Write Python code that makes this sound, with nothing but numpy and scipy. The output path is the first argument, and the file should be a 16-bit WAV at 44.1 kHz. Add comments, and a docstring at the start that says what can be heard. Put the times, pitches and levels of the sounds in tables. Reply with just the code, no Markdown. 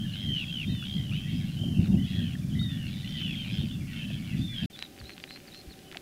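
"""Small waders trill and whistle on a loch shore while wind buffets the microphone.
Each call is an arch of pitch from the syrinx, chopped by a valve into pulses that turn from pure
to rasping when forced. A flock calls farther along the shore; eddies rumble right on the microphone.
After an abrupt break the wind is gone: one bird twitters faintly, with a few stray calls, among
small wet ticks and soft knocks over a distant hum."""
import sys
import numpy as np
from scipy import signal
from scipy.fft import rfft, irfft, next_fast_len
from scipy.io import wavfile
from scipy.ndimage import uniform_filter1d, map_coordinates

SR = 44100
rng = np.random.default_rng(int(sys.argv[2]) if len(sys.argv) > 2 else 0)


def transcribe(u):
    """Save the signal u as a 16-bit wav file named by the first command-line argument.

    u: samples, shape (n,) or (channels, n), limited to [-1, 1]; the rate is SR.
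    q: integer samples, one column per channel.
    """
    v = np.clip(np.atleast_2d(u).T, -1, 1)
    q = np.round(v * 32767).astype(np.int16)
    wavfile.write(sys.argv[1], SR, q)


N = 265261
TIME = np.arange(N) / SR
BREAK_START_S, BREAK_END_S = 4.661, 4.699
SCOOP_S = .028  # time constant of a trill's opening swing up in pitch

# colour of the rasp in a wader's throat: (frequency [Hz], relative level [dB])
THROAT_COLOUR = [(900, -5), (1250, -17), (1480, 1), (1630, -14), (1850, -2), (2200, -5), (2700, 9),
                 (3300, -8), (4000, 0), (4900, -8), (5800, -18), (8000, -40)]


def gain_of(db):
    return 10 ** (np.asarray(db) / 20)


def unit_rms(x):
    return x / np.sqrt(np.mean(x ** 2) + 1e-20)


def add(mix, start_s, sound):
    part = mix[max(round(start_s * SR), 0):][:len(sound)]
    part += sound[:len(part)]


def coloured(x, points):
    """Filters x by a curve of (frequency [Hz], relative level [dB]) points, to rms 1."""
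    point_hz, db = np.transpose(points)
    size = next_fast_len(len(x))
    hz = np.fft.rfftfreq(size, 1 / SR)
    curve = gain_of(np.interp(np.log(hz + 1), np.log(point_hz + 1), db))
    return unit_rms(irfft(rfft(x, size) * curve, size)[:len(x)])


def noise(size, points):
    return coloured(rng.standard_normal(size), points)


def wander(size, per_s):
    """A smooth curve of rms 1 through per_s random values a second."""
    knots = rng.standard_normal(4096)
    return unit_rms(map_coordinates(knots, [np.arange(size) * per_s / SR], order=3, mode="grid-wrap"))


def faded(x, fade_s):
    return x * signal.windows.tukey(len(x), min(2 * fade_s * SR / len(x), 1))


def call_time(length_s):
    """Seconds into a call, and the same as a share of its length."""
    t = np.arange(0, length_s, 1 / SR)
    return t, t / length_s


def syrinx(hz, overtone_db):
    """A bird's voice: a nearly pure tone with a weak octave."""
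    phase = 2 * np.pi * np.cumsum(hz) / SR
    return np.sqrt(2) * (np.sin(phase) + gain_of(overtone_db) * np.sin(2 * phase))


def valve(cycle, share, edge):
    """Opens for a share of each cycle, with soft edges."""
    return np.sin(np.pi / 2 * np.clip(np.minimum(cycle, share - cycle) / edge, 0, 1)) ** 2


def side_tones(hz, drift=.045, jitter=0.0218, patchy_db=5.5):
    """A forced syrinx also rings at other multiples of its pitch, each coming and going."""
    # tones of a forced voice: (frequency [multiple of pitch], relative level [dB])
    partials = [(.54, -7.5), (.68, -11), (.82, -4), (0.922, -6), (1.099, 3.5), (1.252, -1.5), (1.5, -7.5)]
    size = len(hz)
    out = np.zeros(size)
    for multiple, db in partials:
        side_hz = multiple * hz * (1 + drift * wander(size, 22) + jitter * wander(size, 450))
        strength = gain_of(db + patchy_db * wander(size, 31.4))
        out += strength * np.sin(2 * np.pi * np.cumsum(side_hz) / SR)
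    return out / np.sqrt(uniform_filter1d(out ** 2, size=1500) + 1e-12)  # they share a fixed effort


def trill(hz, tone_db, rasp_db, per_s, open_share, chirp=.05, jitter=0.0077, stumble=0.028,
          leak=0.27, uneven_db=0.96, droop_s=0.0238, strain_s=0.0031):
    """A valve chops the tone into pulses; when forced, each pulse starts with a harsh burst."""
    size, open_share = len(hz), np.clip(open_share, .25, 1)
    cycle = np.cumsum(per_s * (1 + stumble * wander(size, 85))) / SR % 1
    strength = gain_of(uneven_db * wander(size, 112.1))
    gate = (leak + valve(cycle, open_share, edge=0.16)) / np.sqrt(open_share)
    harshness = 1 / (1 + gain_of(tone_db - rasp_db))
    # the pitch arches within each pulse, and droops through it where the call falls away
    within = np.minimum(cycle / open_share, 1)
    falling = np.clip(-np.gradient(np.log(hz)) * SR, 0, 9)
    arch = chirp * (1 - open_share / 2) * (np.sin(np.pi * within) - np.pi / 4)
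    bend = arch + droop_s * falling * (.5 - within)
    shake = (jitter + strain_s * falling) * wander(size, 199.4) + 0.039 * harshness * wander(size, 1100)
    tone = gain_of(tone_db) * gate * syrinx(hz * (1 + bend + shake), overtone_db=-30)
    burst = unit_rms(.25 + valve(cycle, share=0.38, edge=.2))
    hiss = coloured(burst * rng.standard_normal(size), THROAT_COLOUR)
    rasp = .9 * burst * side_tones(hz * (1 + bend)) + .45 * hiss
    return faded((tone + gain_of(rasp_db) * rasp) * strength, fade_s=0.0019)


def trill_gesture(length_s, top_hz, scoop, fall, tone_db, crest, rasp_start_db, rasp_end_db,
                  buzz_s, later_per_s, later_open):
    """One arch of pitch and one swell; any opening buzz gives way to clearer pulses."""
    edge_s, plunge = 0.014, .3  # this share of the fall comes in the last instants
    swell_db, swell_width, release_db = 10, 0.24, 5
    buzz_per_s, buzz_open, handover_s = 100, 0.65, 0.01
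    t, progress = call_time(length_s)
    opening, closing = np.exp(-t / edge_s), np.exp((t - length_s) / edge_s)
    drop = (1 - plunge) * progress ** 3.4 + plunge * closing
    hz = top_hz * (1 - scoop * np.exp(-t / SCOOP_S) - fall * drop)
    swell = np.exp(-.5 * ((progress - crest) / swell_width) ** 2)
    level_db = tone_db + swell_db * (swell - 1) - release_db * closing
    buzz = (buzz_s > 0) * (1 - np.tanh((t - buzz_s) / handover_s)) / 2
    # the rasp thins in mid-call once the buzz is over, and at both ends
    clearing_db = 4.5 * (1 - buzz) * np.sin(np.pi * progress) ** 2 + 8 * (opening + closing)
    rasp_db = rasp_start_db + (rasp_end_db - rasp_start_db) * progress - clearing_db
    per_s = later_per_s + (buzz_per_s - later_per_s) * buzz
    open_share = later_open + (buzz_open - later_open) * buzz
    return hz, level_db, rasp_db, per_s, open_share


def shore_echo(x, t60_s=0.55, wet_db=-17):
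    """Banks and ripples scatter a thin echo back to the microphone."""
    t = TIME[:SR // 2]
    taps = rng.standard_normal(len(t)) * (rng.random(len(t)) < 2000 / SR)
    taps *= (t > .004) * gain_of(-60 * t / t60_s)
    return x + gain_of(wet_db) * signal.fftconvolve(x, taps / np.linalg.norm(taps))[:N]


def near_birds():
    """The nearer birds, their calls overlapping in the open air."""
    # pulsed calls: (start [s], length [s], top pitch [Hz], scoop [share of pitch],
    # fall [share of pitch], tone at crest [dB], crest [share of length], rasp at start [dB],
    # rasp at end [dB], opening buzz [s], later pulse rate [1/s], later opening [share of cycle])
    trills = [ (0.0, 0.17, 3183, 0.017, 0.16, -44.5, 0.11, -60, -42.5, 0.026, 66, 0.99),
              (0.074, 0.064, 2910, 0, 0.061, -48.5, .5, -60, -58, 0.044, 72, 0.8),
              (.135, 0.31, 3212, 0.096, 0.26, -34, 0.73, -48.5, -57, 0.12, 68, .82),
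              (0.339, 0.31, 3348, 0.078, .35, -37, 0.84, -48.5, -50, 0.11, 68, 0.68),
              (0.824, 0.35, 3243, 0.18, 0.34, -41.5, 0.32, -43.5, -55.5, 0, 70, 0.63),
              (1.114, 0.25, 3160, 0.26, 0, -43, 0.2, -48.5, -61, 0.24, 110, 0.4),
              (1.282, 0.32, 3230, 0.014, 0.083, -49, .25, -53.5, -53, 0.21, 116, 0.3),
              (1.565, 0.24, 3154, 0.063, 0.061, -44.5, 0.31, -58, -66, 0, 45, 0.82),
              (1.8, 0.082, 2740, 0.0071, 0.39, -52, 0.65, -49, -44, 0, 72, .62),
              (1.951, 0.22, 3135, 0.18, 0.48, -48, 0.35, -78, -54, 0.0048, 37.4, 0.65),
              (2.041, 0.31, 3340, 0.016, 0.27, -44, 0.46, -50, -51.5, 0.17, 73, 0.64),
              (2.691, 0.21, 2963, 0.17, .17, -46, .78, -52, -47.5, 0.005, 74, 0.75),
              (2.879, 0.55, 3558, .1, 0.17, -44, 0.9, -51, -53.5, .15, 65, 0.79),
              (3.045, .31, 3173, 0.13, 0.37, -39.5, 0.63, -51, -47.5, 0.0053, 64, 0.87),
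              (3.145, .082, 3056, 0.013, 0.36, -44.5, .55, -56, -40, 0.089, 78, 0.8),
              (3.33, .15, 3240, .05, 0.24, -41.5, 0.61, -51.5, -41.5, 0, 70, 1),
              (3.47, 0.26, 3180, .02, 0.13, -45, 0.37, -42, -50.5, 0.17, 72, 0.77),
              (3.87, 0.19, 2730, 0, .03, -48.5, 0.62, -53.5, -46, 0.22, 110, 0.9),
              (3.93, 0.21, 3117, 0.0042, 0.11, -47, 0.41, -50, -62, 0, 35, .75),
              (4.081, 0.14, 3226, 0, 0.2, -49, 0.45, -50, -54, 0.086, 79, 0.3),
              (4.224, 0.18, 2730, .02, 0.1, -58, 0.86, -48.5, -54.5, 0.28, 62, 0.6),
              (4.37, 0.13, 3545, 0.019, 0.035, -48, 0.9, -51, -63, 0.021, 68, 0.88),
              (4.541, 0.12, 3210, 0.079, 0.072, -43, 0.51, -53.5, -40.5, 0.17, 110, .4),
              (4.758, 0.11, 4040, .07, 0.069, -47.5, 0.72, -63, -60, 0, 78, 0.57),
              (5.83, 0.083, 3170, 0.11, 0.18, -59, 0.64, -82, -69, 0.017, 70, 0.7)]
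    # clean notes: (start [s], length [s], top pitch [Hz], scoop [share of pitch],
    # sag [share of pitch], level at start [dB], level at end [dB])
    whistles = [ (0.035, 0.029, 1780, 0.029, 0.029, -57, -56), (0.47, .038, 2760, 0.092, .01, -52, -42),
                (0.628, 0.23, 3220, 0.0046, .1, -47.5, -53.5), (0.67, 0.2, 3830, .1, 0.14, -50, -45),
                (0.687, 0.051, 4200, 0, 0.067, -57, -51), (2.323, 0.042, 3500, 0.082, 0.11, -49, -58),
                (2.526, 0.023, 3440, 0.18, 0, -45.5, -51), (2.551, 0.16, 2080, 0.11, 0.099, -50.5, -59),
                (2.592, .18, 3844, .07, .11, -40, -48.5), (3.709, 0.054, 3710, .11, 0.04, -45, -58),
                (4.406, .16, 3760, 0.15, .11, -48, -42), (4.557, 0.084, 3270, 0, 0.032, -42, -41),
                (4.73, 0.034, 3650, 0.015, 0.064, -49, -48), (5.697, 0.043, 5480, 0.26, 0.38, -54, -56.5)]
    out = gain_of(1) * twitter()
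    for start, *call in trills:
        add(out, start, trill(*trill_gesture(*call)))
    for start, *call in whistles:
        add(out, start, whistle(*call))
    return shore_echo(out)


def gust_power():
    """The power of the rumble and of the flutter, each summed over bell-shaped gusts."""
    # gusts on the microphone: (time [s], rumble peak [dB], half-width [s], relative flutter peak [dB])
    gusts = [(.04, -33, 0.063, -64), (.3, -32.5, 0.051, -51), (.55, -44.5, 0.14, -66),
             (0.712, -27, 0.041, -52), (.99, -30, 0.042, -51.5), (1.138, -30, 0.045, -60),
             (1.368, -29.5, 0.1, -73), (1.68, -29, 0.095, -48), (1.811, -20.5, 0.029, -46.5),
             (1.937, -21, 0.042, -39.5), (2.02, -27.5, .04, -57), (2.191, -30, 0.069, -51.5),
             (2.42, -33.5, 0.18, -58), (2.581, -28, 0.065, -63), (2.74, -33, 0.11, -68),
             (2.95, -38.5, 0.087, -60), (3.27, -35.5, 0.089, -58), (3.521, -31, 0.027, -53),
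             (3.618, -28, 0.034, -47), (3.79, -34, 0.069, -59), (4.13, -36, 0.072, -59),
             (4.385, -28.5, 0.059, -62), (4.637, -29, 0.016, -46)]
    rumble, flutter = np.zeros((2, N))
    for time, rumble_db, width_s, flutter_db in gusts:
        bell = np.exp(-((TIME - time) / width_s) ** 2)
        rumble += gain_of(rumble_db) ** 2 * bell
        flutter += gain_of(flutter_db) ** 2 * bell
    return rumble, flutter


def wind(breeze_db=-38, flutter_db=-3, deep_db=-54, lumps_db=0.73):
    """Eddies rumble on the microphone; gusts add a higher flutter."""
    # colour of the buffeting: (frequency [Hz], relative level [dB])
    buffet_colour = [(12, -63), (25, -18), (50, -16), (80, -4), (135, 2.5), (200, 1), (260, -8),
                     (340, -20.5), (480, -49), (580, -45.5), (670, -40.5), (770, -40), (900, -71),
                     (2000, -110)]
    rumble_power, flutter_power = gust_power()
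    strength = np.sqrt(gain_of(breeze_db) ** 2 + rumble_power) * gain_of(lumps_db * wander(N, 21.55))
    rumble = noise(N, buffet_colour)
    rumble /= np.sqrt(uniform_filter1d(rumble ** 2, size=3000))  # evened, so the gusts shape it
    flutter = noise(N, [(150, -36), (330, 18), (480, 2), (680, 1.5),
                        (1000, -12), (2500, -52), (8000, -65)])
    # the largest eddies roll on between the gusts
    deep = gain_of(deep_db) * noise(N, [(8, -35), (25, -5), (55, -8), (110, -20), (400, -93)])
    return deep + strength * rumble + gain_of(flutter_db) * np.sqrt(flutter_power) * flutter


def open_air(level_db=-53):
    """A soft, steady wash behind the wind."""
    # air over the windy shore: (frequency [Hz], relative level [dB])
    colour = [(300, 17), (500, 3), (580, 12.5), (660, 2), (770, 8), (900, -4.5), (1100, 3.5), (1300, 2),
              (1480, 6), (3000, 0.5), (5000, 4.5), (8000, -1), (10500, -0.5), (15700, -6)]
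    return gain_of(level_db) * noise(N, colour)


def whistle(length_s, top_hz, scoop, sag, start_db, end_db,
            jitter=0.0068, scoop_s=0.0114, side_db=-17, throb_hz=95, flutter_db=1.7):
    """A nearly clean note that scoops up, sags evenly and throbs toward its end."""
    t, progress = call_time(length_s)
    hz = top_hz * (1 - scoop * np.exp(-t / scoop_s) - sag * progress)
    tone = syrinx(hz * (1 + jitter * wander(len(t), 431)), overtone_db=-40)
    tone += gain_of(side_db) * side_tones(hz)
    tone *= 1 + 0.104 * t / t[-1] * np.sin(2 * np.pi * throb_hz * t)
    level_db = start_db + (end_db - start_db) * progress + flutter_db * wander(len(t), 117.5)
    return faded(tone * gain_of(level_db), fade_s=0.0014)


def far_flock(base_db=-58, spread_db=4, count=110):
    """Birds farther along the shore throw in short, faint, throbbing glides, rich in echo."""
    out = np.zeros(N)
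    for when, pitch, length, slope, effort in rng.random((count, 5)):
        t = TIME[:int((.025 + .05 * length) * SR)]
        progress = t / t[-1]
        arch = np.sin(np.pi * progress)
        start_hz = 1600 + 2100 * pitch
        hz = start_hz * (1 + (0.28 * slope - .22) * progress + 0.0504 * arch)
        throb = 1 + .8 * np.sin(2 * np.pi * (60 + 35 * effort) * t)
        note = syrinx(hz * (1 + 0.018 * wander(len(t), 380)), overtone_db=-52) * throb * arch
        throat_db = np.interp(start_hz, *np.transpose(THROAT_COLOUR))
        add(out, when * BREAK_START_S, gain_of(base_db + throat_db / 2 + spread_db * effort) * note)
    return shore_echo(out, wet_db=1.5)


def tick(hz, rise_cycles=0.44, rustle_db=-23, rustle_s=0.005):
    """A wet snap of two or three cycles and a brief rustle after it."""
    t = TIME[:900]
    age = t * hz / rise_cycles
    snap = age * np.exp(1 - age) * np.sin(2 * np.pi * hz * t)
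    rustle = noise(len(t), [(500, -21), (1600, 18), (4400, 2), (8000, -3), (15000, -33)])
    return snap + gain_of(rustle_db) * np.exp(-t / rustle_s) * rustle


def wet_ticks(spread_db=7, per_bout=8):
    """Single clear ticks, and bouts of tiny ones in the calm, all free of echo."""
    # clear wet ticks: (time [s], level [dB], pitch [Hz])
    clear_ticks = [(0.751, -32.5, 2620), (4.763, -39, 2370), (4.791, -25, 4000), (4.8254, -17.5, 2990),
                   (4.978, -38, 2200), (5.0142, -35, 1620), (5.0947, -27, 2320), (5.1045, -33, 2300),
                   (5.1799, -29, 2950), (5.201, -31.5, 3200), (5.2396, -21.5, 2630), (5.3081, -28, 2400),
                   (5.36, -34, 2300), (5.374, -36, 2200), (5.482, -38, 2100), (5.5465, -30, 3300),
                   (5.791, -39, 3900), (5.9151, -29.5, 2680), (5.925, -31, 3300), (5.947, -29.5, 1960),
                   (5.971, -20, 3260)]
    # soft pattering: (start [s], length [s], top level [dB])
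    bouts = [(4.755, .1, -36), (4.948, 0.19, -35), (5.162, 0.27, -35), (5.448, 0.11, -39),
             (5.66, 0.16, -41.5), (5.921, .05, -36.5)]
    out = np.zeros(N)
    for time, db, hz in clear_ticks:
        add(out, time, gain_of(db) * tick(hz))
    for start, length_s, db in bouts:
        for k, (when, size, pitch) in enumerate(rng.random((per_bout, 3))):
            time = start + length_s * (k + when) / per_bout
            add(out, time, gain_of(db + spread_db * (size - 1)) * tick(1600 + 1800 * pitch))
    return out


def knocks():
    """Dull, heavily damped bumps."""
    # soft knocks and plops: (time [s], level [dB], pitch [Hz], decay [s])
    bumps = [(1.635, -40, 600, 0.0024), (2.3528, -37.5, 1800, 0.0016), (2.614, -45, 1400, 0.0018),
             (4.104, -41.5, 610, 0.0015), (5.003, -41.5, 115, 0.01), (5.02, -41, 70, 0.014),
             (5.672, -38, 63.5, 0.0084), (5.9555, -39.5, 720, 0.002)]
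    out, t = np.zeros(N), TIME[:SR // 4]
    for time, db, hz, decay_s in bumps:
        envelope = t / decay_s * np.exp(1 - t / decay_s)
        add(out, time, -gain_of(db) * envelope * np.sin(2 * np.pi * hz * t))
    return out


def calm_air(level_db=-51):
    """A low, steady wash with no wind on the microphone."""
    # air in the calm: (frequency [Hz], relative level [dB])
    colour = [(20, 9), (55, 16), (200, 21), (390, 18.5), (500, 7.5), (560, 14), (660, 4.5), (780, 12),
              (900, -3), (1450, 2.5), (3000, 4), (8000, -3.5), (11000, -4), (15700, -7.5)]
    return gain_of(level_db) * noise(N, colour)


def distant_hum(waver=0.00278):
    """Two faint wavering tones, far off."""
    # tones of the hum: (frequency [Hz], level [dB])
    tones = [(382, -68), (763, -69.5)]
    out = np.zeros(N)
    for hz, db in tones:
        phase = 2 * np.pi * np.cumsum(hz * (1 + waver * wander(N, 12))) / SR
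        out += gain_of(db) * np.sqrt(2) * np.sin(phase)
    return out


def twitter(top_hz=4240, scoop=0.072):
    """A lone bird repeats its phrase: two falling notes and a rising buzz."""
    # phrases: (buzz start [s], buzz length [s], relative buzz level [dB], relative lead level [dB])
    phrases = [(5.053, 0.089, -56, -54.5), (5.289, .085, -53, -57), (5.536, 0.081, -54, -54)]
    # a high slide and a pip: (time before the buzz [s], length [s], pitch [Hz], sag [share of pitch])
    lead_notes = [(.063, 0.0193, 4880, 0.134), (.018, 0.014, 4070, .1)]
    out = np.zeros(N)
    for start, length_s, db, lead_db in phrases:
        for lead_s, note_s, hz, sag in lead_notes:
            add(out, start - lead_s, whistle(note_s, hz, 0, sag, lead_db, lead_db, jitter=.018))
        t, _ = call_time(length_s)
        hz = top_hz * (1 - scoop * np.exp(-t / SCOOP_S))
        buzz = trill(hz, db, rasp_db=db - 6.5, per_s=88, open_share=.85,
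                     chirp=0.053, jitter=0.021, stumble=0.14)
        add(out, start, buzz)
    return out


def scene():
    """One microphone: the windy shore, a moment of silence, then the calm."""
    before = np.clip((BREAK_START_S - TIME) / 0.002, 0, 1)
    after = np.clip((TIME - BREAK_END_S) / 0.0019, 0, 1)
    windy = wind() + open_air() + far_flock()
    calm = calm_air() + distant_hum()
    foreground = near_birds() + wet_ticks() + knocks()
    return (before * windy + after * calm + (before + after) * foreground)[None]


def record(dry):
    """The recorder's band limit cuts off the highest treble."""
    lowpass = signal.firwin(511, cutoff=15750, window=("kaiser", 9), fs=SR)
    return signal.oaconvolve(dry, lowpass[None], "same")


dry = scene()
out = record(dry)
transcribe(out)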